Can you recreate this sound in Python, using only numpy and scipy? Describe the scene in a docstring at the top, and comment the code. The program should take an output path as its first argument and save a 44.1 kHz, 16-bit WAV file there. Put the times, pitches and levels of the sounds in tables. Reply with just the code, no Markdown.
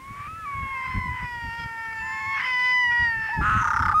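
"""A loon on a lake. Wind buffets the microphone throughout, over a faint hiss of water.
0 s: one long wail rises, cracks upward, then slowly sinks, turning hoarse and swelling.
From 0.36 s: a second voice slides in four times and beats against it.
3.41 s: a harsh rattle, breaking at 3.64 s into quick stutters with soft moans between them.
3.94 s: a clear last note. The whole call echoes faintly across the water."""
import sys
import numpy as np
from scipy import signal
from scipy.fft import rfft, irfft
from scipy.io import wavfile
from scipy.ndimage import uniform_filter1d

SR = 44100
rng = np.random.default_rng(int(sys.argv[2]) if len(sys.argv) > 2 else 0)


def put_to_file(sound):
    """Save the sound as 16-bit audio at rate SR, in the file named by the first command-line argument."""
    columns = np.atleast_2d(sound).T  # one column per channel
    safe = np.clip(columns, -1, 1)
    whole_steps = np.round(safe * 32767)
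    wavfile.write(sys.argv[1], SR, whole_steps.astype(np.int16))


N = 176400
TIME_S = np.arange(N) / SR

# wind envelope: time_s, level_db
GUSTS = [(0.0, -62), (0.12, -33.5), (0.15, -46), (0.34, -50), (0.5, -44), (0.56, -35.5), (0.86, -49.5),
         (0.99, -23), (1.05, -44), (1.08, -31), (1.15, -42.5), (1.39, -47), (1.45, -32.5), (1.58, -45.5),
         (1.6, -35), (1.66, -34.5), (1.68, -56), (1.98, -54.5), (2.02, -40), (2.16, -57.5), (2.32, -45),
         (2.41, -58.5), (2.86, -55), (2.88, -39), (2.95, -56.5), (3.01, -32.5), (3.13, -48.5),
         (3.17, -32.5), (3.21, -44), (3.34, -56.5), (3.39, -20), (3.46, -30), (3.56, -28.5), (3.68, -33.5),
         (3.98, -26.5), (4.0, -62)]
# wind and water spectra: freq_hz, gain_db
WIND_SPECTRUM = [(12,-33.5),(28,-6.5),(50,0.5),(85,5),(130,-1),(200,-8.5),(300,-16.5),(450,-30),(800,-39),(2000,-79)]
WATER_SPECTRUM = [(30,-6.5),(150,11.5),(400,1),(800,-2),(2000,2),(4000,-10),(8000,-12.5),(12000,-16.5),(16000,-20.5)]

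# wail pitch, three consecutive stretches: time_s, pitch_hz
WAIL_OPENING = [(0,1051),(.07,1100),(.16,1127),(.277,1185),(.284,1267),(.38,1326),(.425,1297),(.452,1245),(.462,1148)]
WAIL_SINKING = [(.55,1106),(.73,1075),(.77,1053),(.87,1043),(.93,1021),(1,1017),(1.09,984),(1.14,1014),(1.25,980.7),(1.498,919),(1.588,932.3),(1.664,917.6),(2,890.3),(2.246,874),(2.33,894.6),(2.385,861)]
WAIL_CLIMAX = [(2.415,1002),(2.49,1020),(2.55,996.4),(2.7,1003),(2.8,995.3),(2.898,959.5),(3.022,958.3),(3.15,897.5),(3.314,881.5),(3.45,842)]
# wail envelopes before spectral shaping: time_s, fundamental_db, low_overtones_db, treble_db
WAIL_LEVELS = [(0,-46.5,-50,-60),(.08,-41,-40.5,-59),(.27,-36.5,-37,-56),(.34,-38,-37,-59),(.42,-37.5,-42,-59),(.48,-32,-32,-59),(.75,-34,-27.5,-38),(1.1,-35.5,-33,-50),(1.3,-37.5,-33,-38),(1.64,-39.5,-33.5,-36),(1.68,-40,-34,-44),(2.1,-39.5,-29.5,-32),(2.33,-39.5,-35,-31),(2.4,-42,-26,-27),(2.47,-33,-23,-24.5),(2.78,-30.5,-18,-18.5),(2.92,-33,-19.5,-27),(3.05,-34.5,-18,-23.5),(3.15,-39,-24.5,-37),(3.28,-41.5,-27,-34.5),(3.4,-43,-30.5,-42),(3.55,-47.5,-37,-51),(3.65,-86,-87,-84)]
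# alternating strong and weak cycles, giving lines halfway between harmonics: time_s, gain_db
PERIOD_DOUBLING = [(0,-30),(.33,-19),(.5,-13.5),(.8,-10.5),(1.05,-11),(1.3,-4.5),(1.45,-5.5),(1.6,2),(1.75,-5.5),(1.95,-4),(2.05,-12),(2.35,-19),(2.5,-6.5),(2.72,-12.5),(2.76,-31.5),(2.87,-36.5),(2.92,-9),(3.02,-14.5),(3.15,-13),(3.4,-12.5)]
# hoarseness: time_s, roughness_0_to_1
ROUGHNESS = [(0,0),(.11,0.11),(.17,0.42),(.275,0.46),(.29,0),(.45,0.04),(.55,0.12),(.78,0.06),(.9,.27),(.97,0.23),(1.02,0.05),(1.1,.05),(1.16,0.3),(1.24,.35),(1.27,0),(1.9,0.08),(2.33,0.15),(2.4,0.96),(2.45,0.38),(2.53,0.01),(3.12,0),(3.2,0.08),(3.29,0.3),(3.33,0.07)]
# spectra of throat with open bill, half lines, hoarse noise: freq_hz, gain_db
THROAT_SPECTRUM = [(400,-36),(600,-29),(850,-10),(1300,-11),(1750,-2.5),(2000,-2.5),(2280,-8.5),(2650,-14.5),(3000,-17.5),(3350,-27.5),(4000,-39),(4650,-22.5),(5000,-23.5),(6000,-37.5),(7000,-52),(9000,-49.5),(13000,-62.5)]
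HALF_LINE_SPECTRUM = [(500,4),(1370,0.5),(1500,-6),(2400,-3),(3500,6.5),(4500,0.5),(5500,4),(9000,8)]
HOARSE_SPECTRUM = [(400,-35),(700,-27.5),(1000,-4.5),(1750,1),(2300,-3.5),(3000,-13.5),(3800,-23.5),(5000,-30),(6500,-44),(12000,-48.5)]
# thin whistle on the wail's eighth harmonic: time_s, level_db
WHISTLE_LEVELS = [(1.9,-72),(2,-63),(2.1,-57),(2.33,-64),(2.38,-78)]

# second voice, one list per entry: time_s, pitch_hz, level_db, overtone_gain_db
SECOND_VOICE_NOTES = [
    [(.36,1716,-51,-20),(.4,1713,-38,-23),(.46,1730,-43,-20)],
    [(.66,867,-52,-5),(.7,892,-52,-2),(.76,972,-45,-7),(.81,966,-43,5),(.89,1023,-39.5,11),(.95,1063,-41,10),(1.08,1035,-36,3.5),(1.14,959,-46,-10),(1.21,942,-46,-9),(1.25,913,-60,-5)],
    [(2.01,960,-45,2),(2.06,1033,-43,0),(2.12,1057,-38,-3),(2.2,1078,-37,3),(2.26,1084,-33,-6),(2.35,1092,-29,4.5),(2.385,1091,-31.5,6),(2.41,1000,-57,2)],
    [(3.29,820,-37.5,-3),(3.315,878,-36,-11),(3.34,949,-29.5,3),(3.365,930,-31.5,-3),(3.39,882,-36,-6),(3.41,854,-31.5,-2.5)],
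]
# its throat: freq_hz, gain_db
SECOND_THROAT_SPECTRUM = [(800,3.5),(1100,-1.5),(1700,-7),(2080,-3),(2170,2),(2700,-33),(3150,-35.5),(3260,-22.5),(3700,-38),(4250,-30),(5200,-29),(6300,-49),(9000,-59)]

# even pulse train: time_s, pulses_per_s, level_db
RATTLE_TRAIN = [(3.412,190,-21.5),(3.435,200,-19),(3.455,210,-16),(3.5,214,-16),(3.55,215,-16),(3.59,214,-17),(3.632,212,-18.5)]
# pulse harmonics 2 and 3: gain_db
PULSE_OVERTONES_DB = [-24,-49]
# their fade as the bill closes: time_s, gain_db
OVERTONE_FADE = [(3.41,1),(3.5,3.5),(3.6,3.5),(3.7,-6.5),(3.9,-23)]
# noise in each pulse: freq_hz, gain_db
SPIT_SPECTRUM = [(900,-8.5),(1900,13.5),(2400,-9),(3200,-6.5),(3800,-11),(5000,-19.5),(7000,-17),(9000,-20),(13000,-39)]
# resonance of the closing bill: time_s, centre_hz, gain_db
BILL_RESONANCE = [(3.43,6700,-21),(3.55,6300,-12),(3.65,6150,4.5),(3.8,5480,0),(3.92,4940,-2.5)]
# stutters: start_s, level_db, ring_level_db
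STUTTERS = [(3.6429,-15.5,-18.5),(3.673,-14.5,-28),(3.7039,-14,-24),(3.7327,-15.5,-28),(3.7623,-13,-40),(3.7924,-14.5,-34),(3.8226,-14,-31),(3.8524,-14,-26),(3.8821,-15,-13.5),(3.9134,-16,-25)]
# three pulses of a stutter: delay_s, gain_db
STUTTER_PULSES = [(0,0),(.0058,-1),(0.0105,-2.5)]

# clear last note: time_s, pitch_hz, level_db, overtone_gain_db
LAST_NOTE = [(3.941,1200,-29,-4),(3.952,1235,-25.5,-3),(3.975,1252,-25.5,0),(4.01,1300,-25.5,2)]
# closed bill: freq_hz, gain_db
CLOSED_BILL_SPECTRUM = [(1300,8),(2500,-26.5),(3800,-32),(6300,-34.5),(7600,-48),(9000,-34),(12000,-53)]


def amp(db):
    """Decibels to gain."""
    return 10 ** (np.asarray(db) / 20)


def unit_rms(x):
    """Scale to rms 1."""
    return x / np.sqrt(np.mean(x ** 2) + 1e-20)


def curve(rows, column=1):
    """One column of a time table at every sample."""
    rows = np.array(rows)
    return np.interp(TIME_S, rows[:, 0], rows[:, column])


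def gain_at(spectrum, hz):
    """Gain of a spectrum, interpolated over log frequency."""
    freq_hz, gain_db = np.transpose(spectrum)
    return amp(np.interp(np.log(hz + 1), np.log(freq_hz), gain_db))


def noise(spectrum):
    """Shaped noise, rms 1."""
    gain = gain_at(spectrum, np.fft.rfftfreq(N, 1 / SR))
    return unit_rms(irfft(rfft(rng.standard_normal(N)) * gain, N))


def wander(rate_hz):
    """Low-passed random motion, rms 1."""
    rolloff = 1 + (np.fft.rfftfreq(N, 1 / SR) / rate_hz) ** 2
    return unit_rms(irfft(rfft(rng.standard_normal(N)) / rolloff, N))


def phase_of(hz):
    """Running phase in radians."""
    return 2 * np.pi * np.cumsum(hz) / SR


def add(mix, start_s, sound):
    """Mix a sound in, in place."""
    part = mix[max(round(start_s * SR), 0):][:len(sound)]
    part += sound[:len(part)]


def wind(buffet_db=5):
    """Wind on the microphone: lumpy low rumble following the gusts."""
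    rumble = noise(WIND_SPECTRUM) * amp(buffet_db * wander(17))
    return amp(curve(GUSTS)) * unit_rms(rumble)


def water(level_db=-51.5):
    """Faint steady hiss of the lake."""
    return amp(level_db) * noise(WATER_SPECTRUM)


def wail(harmonics=12, flutter_hz=100, shake_rad=0.77, treble_from_hz=1830, treble_blend_hz=1870):
    """Harmonics and half lines through the throat; hoarseness shakes them and adds noise."""
    rough = curve(ROUGHNESS)
    pitch_hz = curve(WAIL_OPENING + WAIL_SINKING + WAIL_CLIMAX) * (1 + 0.001 * wander(35))
    phase = phase_of(pitch_hz) + shake_rad * rough * wander(flutter_hz)
    fundamental, low, treble = (amp(curve(WAIL_LEVELS, column=c)) for c in (1, 2, 3))
    doubling = amp(curve(PERIOD_DOUBLING) + 3 * wander(42))
    tone = fundamental * np.sin(phase) * (1 + 0.5 * rough * wander(flutter_hz))
    for k in np.arange(1, 2 * harmonics + 1) / 2:
        if k == 1:
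            continue
        treble_share = np.clip((k * np.median(pitch_hz) - treble_from_hz) / treble_blend_hz, 0, 1)
        gain = low ** (1 - treble_share) * treble ** treble_share
        gain *= gain_at(THROAT_SPECTRUM, k * pitch_hz)
        if k % 1:  # half line
            gain *= doubling * gain_at(HALF_LINE_SPECTRUM, k * pitch_hz)
        if k > 2:  # upper lines drift in level
            gain *= amp(3 * wander(6.3))
        partial = np.sin(k * phase + 2 * np.pi * rng.random())
        shimmer = 1 + 0.68 * rough * wander(flutter_hz)
        tone += gain * partial * shimmer
    hoarse = amp(-4.5) * rough * np.hypot(fundamental, low) * noise(HOARSE_SPECTRUM)
    whistle = amp(curve(WHISTLE_LEVELS)) * np.sin(8 * phase)
    return np.sqrt(2) * (tone / np.hypot(1, rough) + whistle) + hoarse


def lake_echo(call, gain_db=-19, t60_s=0.28, rise_s=0.06):
    """Faint diffuse echo across the water."""
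    t = TIME_S[:SR]
    tail = rng.standard_normal(SR) * amp(-60 * t / t60_s) * np.minimum(t / rise_s, 1)
    return amp(gain_db) * signal.fftconvolve(call, tail / np.linalg.norm(tail))[:N]


def clear_note(rows, spectrum, waver, harmonics=8, fade_s=0.0017):
    """Slightly wavering harmonic tone, shaped by throat or bill."""
    pitch_hz = curve(rows) * (1 + waver * wander(54))
    gate = np.clip(np.minimum(TIME_S - rows[0][0], rows[-1][0] - TIME_S) / fade_s, 0, 1)
    on = gate > 0
    phase = phase_of(pitch_hz[on])
    brightness = amp(curve(rows, column=3)[on])
    tone = np.zeros(N)
    for k in range(1, harmonics + 1):
        tone[on] += gain_at(spectrum, k * pitch_hz[on]) * (brightness if k > 2 else 1) * np.sin(k * phase)
    return np.sqrt(2) * tone * gate * amp(curve(rows, column=2))


def second_voice():
    """Sliding notes that beat against the wail when close in pitch."""
    return sum(clear_note(rows, SECOND_THROAT_SPECTRUM, waver=0.0087) for rows in SECOND_VOICE_NOTES)


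def rattle_pulses():
    """Pulses of the stutters and the even train: start_s, level_db."""
    running = (TIME_S >= RATTLE_TRAIN[0][0]) & (TIME_S < RATTLE_TRAIN[-1][0])
    cycles = np.cumsum(curve(RATTLE_TRAIN) * running) / SR
    level_db = curve(RATTLE_TRAIN, column=2)
    train = [(TIME_S[i], level_db[i]) for i in np.flatnonzero(np.diff(np.ceil(cycles)))]
    triplets = [(start_s + delay_s, db + gain_db)
                for start_s, db, _ in STUTTERS for delay_s, gain_db in STUTTER_PULSES]
    return triplets + train


def bill_hiss(puffs, width_hz=350, hold_s=0.034):
    """Noise band at the closing bill's resonance; some carries on between pulses."""
    band = wander(width_hz) * np.sin(phase_of(curve(BILL_RESONANCE)))
    envelope = 0.5 * puffs + 0.87 * uniform_filter1d(puffs, round(hold_s * SR))
    return amp(curve(BILL_RESONANCE, column=2) - 21.5) * envelope * band


def rattle(pulse_s=0.00513, from_hz=1536, to_hz=1100, jitter_s=0.00007, spit_db=-13):
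    """Short falling chirps, in an even train and then in threes, each with a spit of noise."""
    tone, puffs = np.zeros(N), np.zeros(N)
    progress = np.arange(0, pulse_s, 1 / SR) / pulse_s
    envelope = np.sin(np.pi * progress ** 0.86) ** 0.89
    sweep_hz = from_hz + (to_hz - from_hz) * progress
    for start_s, level_db in rattle_pulses():
        late, loud, sharp = rng.standard_normal(3)
        phase = phase_of(sweep_hz * (1 + 0.017 * sharp))
        fade_db = np.interp(start_s, *np.transpose(OVERTONE_FADE))
        chirp = np.sin(phase)
        for k, gain_db in enumerate(PULSE_OVERTONES_DB, 2):
            chirp += amp(gain_db + fade_db) * np.sin(k * phase)
        add(tone, start_s + jitter_s * late, amp(level_db + 0.5 * loud) * envelope * chirp)
        add(puffs, start_s, amp(level_db + 1.55 * sharp) * envelope * np.exp(-1.5 * progress))
    spit = amp(spit_db) * puffs * noise(SPIT_SPECTRUM)
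    return tone + spit + bill_hiss(puffs)


def moans(length_s=0.021, delay_s=0.0085, from_hz=990, to_hz=869, level_db=-26, octave_db=-12.5):
    """After the train and each stutter, the voice drops to a soft falling tone."""
    out = np.zeros(N)
    progress = np.arange(0, length_s, 1 / SR) / length_s
    envelope = np.sqrt(np.sin(np.pi * progress))
    sweep_hz = from_hz + (to_hz - from_hz) * progress
    starts_s = [RATTLE_TRAIN[-1][0] - length_s / 2] + [row[0] + delay_s for row in STUTTERS]
    for start_s in starts_s:
        phase = phase_of(sweep_hz * (1 + 0.024 * rng.standard_normal()))
        add(out, start_s, envelope * (np.sin(phase) + amp(octave_db) * np.sin(2 * phase)))
    return amp(level_db) * out


def stutter_rings(pitch_hz=1226, length_s=0.013, delay_s=0.0135):
    """Brief ring trailing each stutter."""
    out = np.zeros(N)
    t = np.arange(0, length_s, 1 / SR)
    ring = np.sin(np.pi * (t / length_s) ** 0.39) * np.sin(2 * np.pi * pitch_hz * t)
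    for start_s, _, ring_db in STUTTERS:
        add(out, start_s + delay_s, amp(ring_db) * ring)
    return out


def last_note():
    """Rising, nearly pure tone through the closed bill."""
    return clear_note(LAST_NOTE, CLOSED_BILL_SPECTRUM, waver=0.0023)


def scene():
    """Voices and their echo over wind and water, mono."""
    background = wind() + water()
    call = wail() + second_voice() + rattle() + moans() + stutter_rings() + last_note()
    return (background + call + lake_echo(call))[None]


def record(dry, cutoff_hz=15850):
    """Low-pass band limit."""
    lowpass = signal.firwin(511, cutoff_hz, window=("kaiser", 9), fs=SR)
    return signal.oaconvolve(dry, lowpass[None], "same")


dry = scene()
out = record(dry)
put_to_file(out)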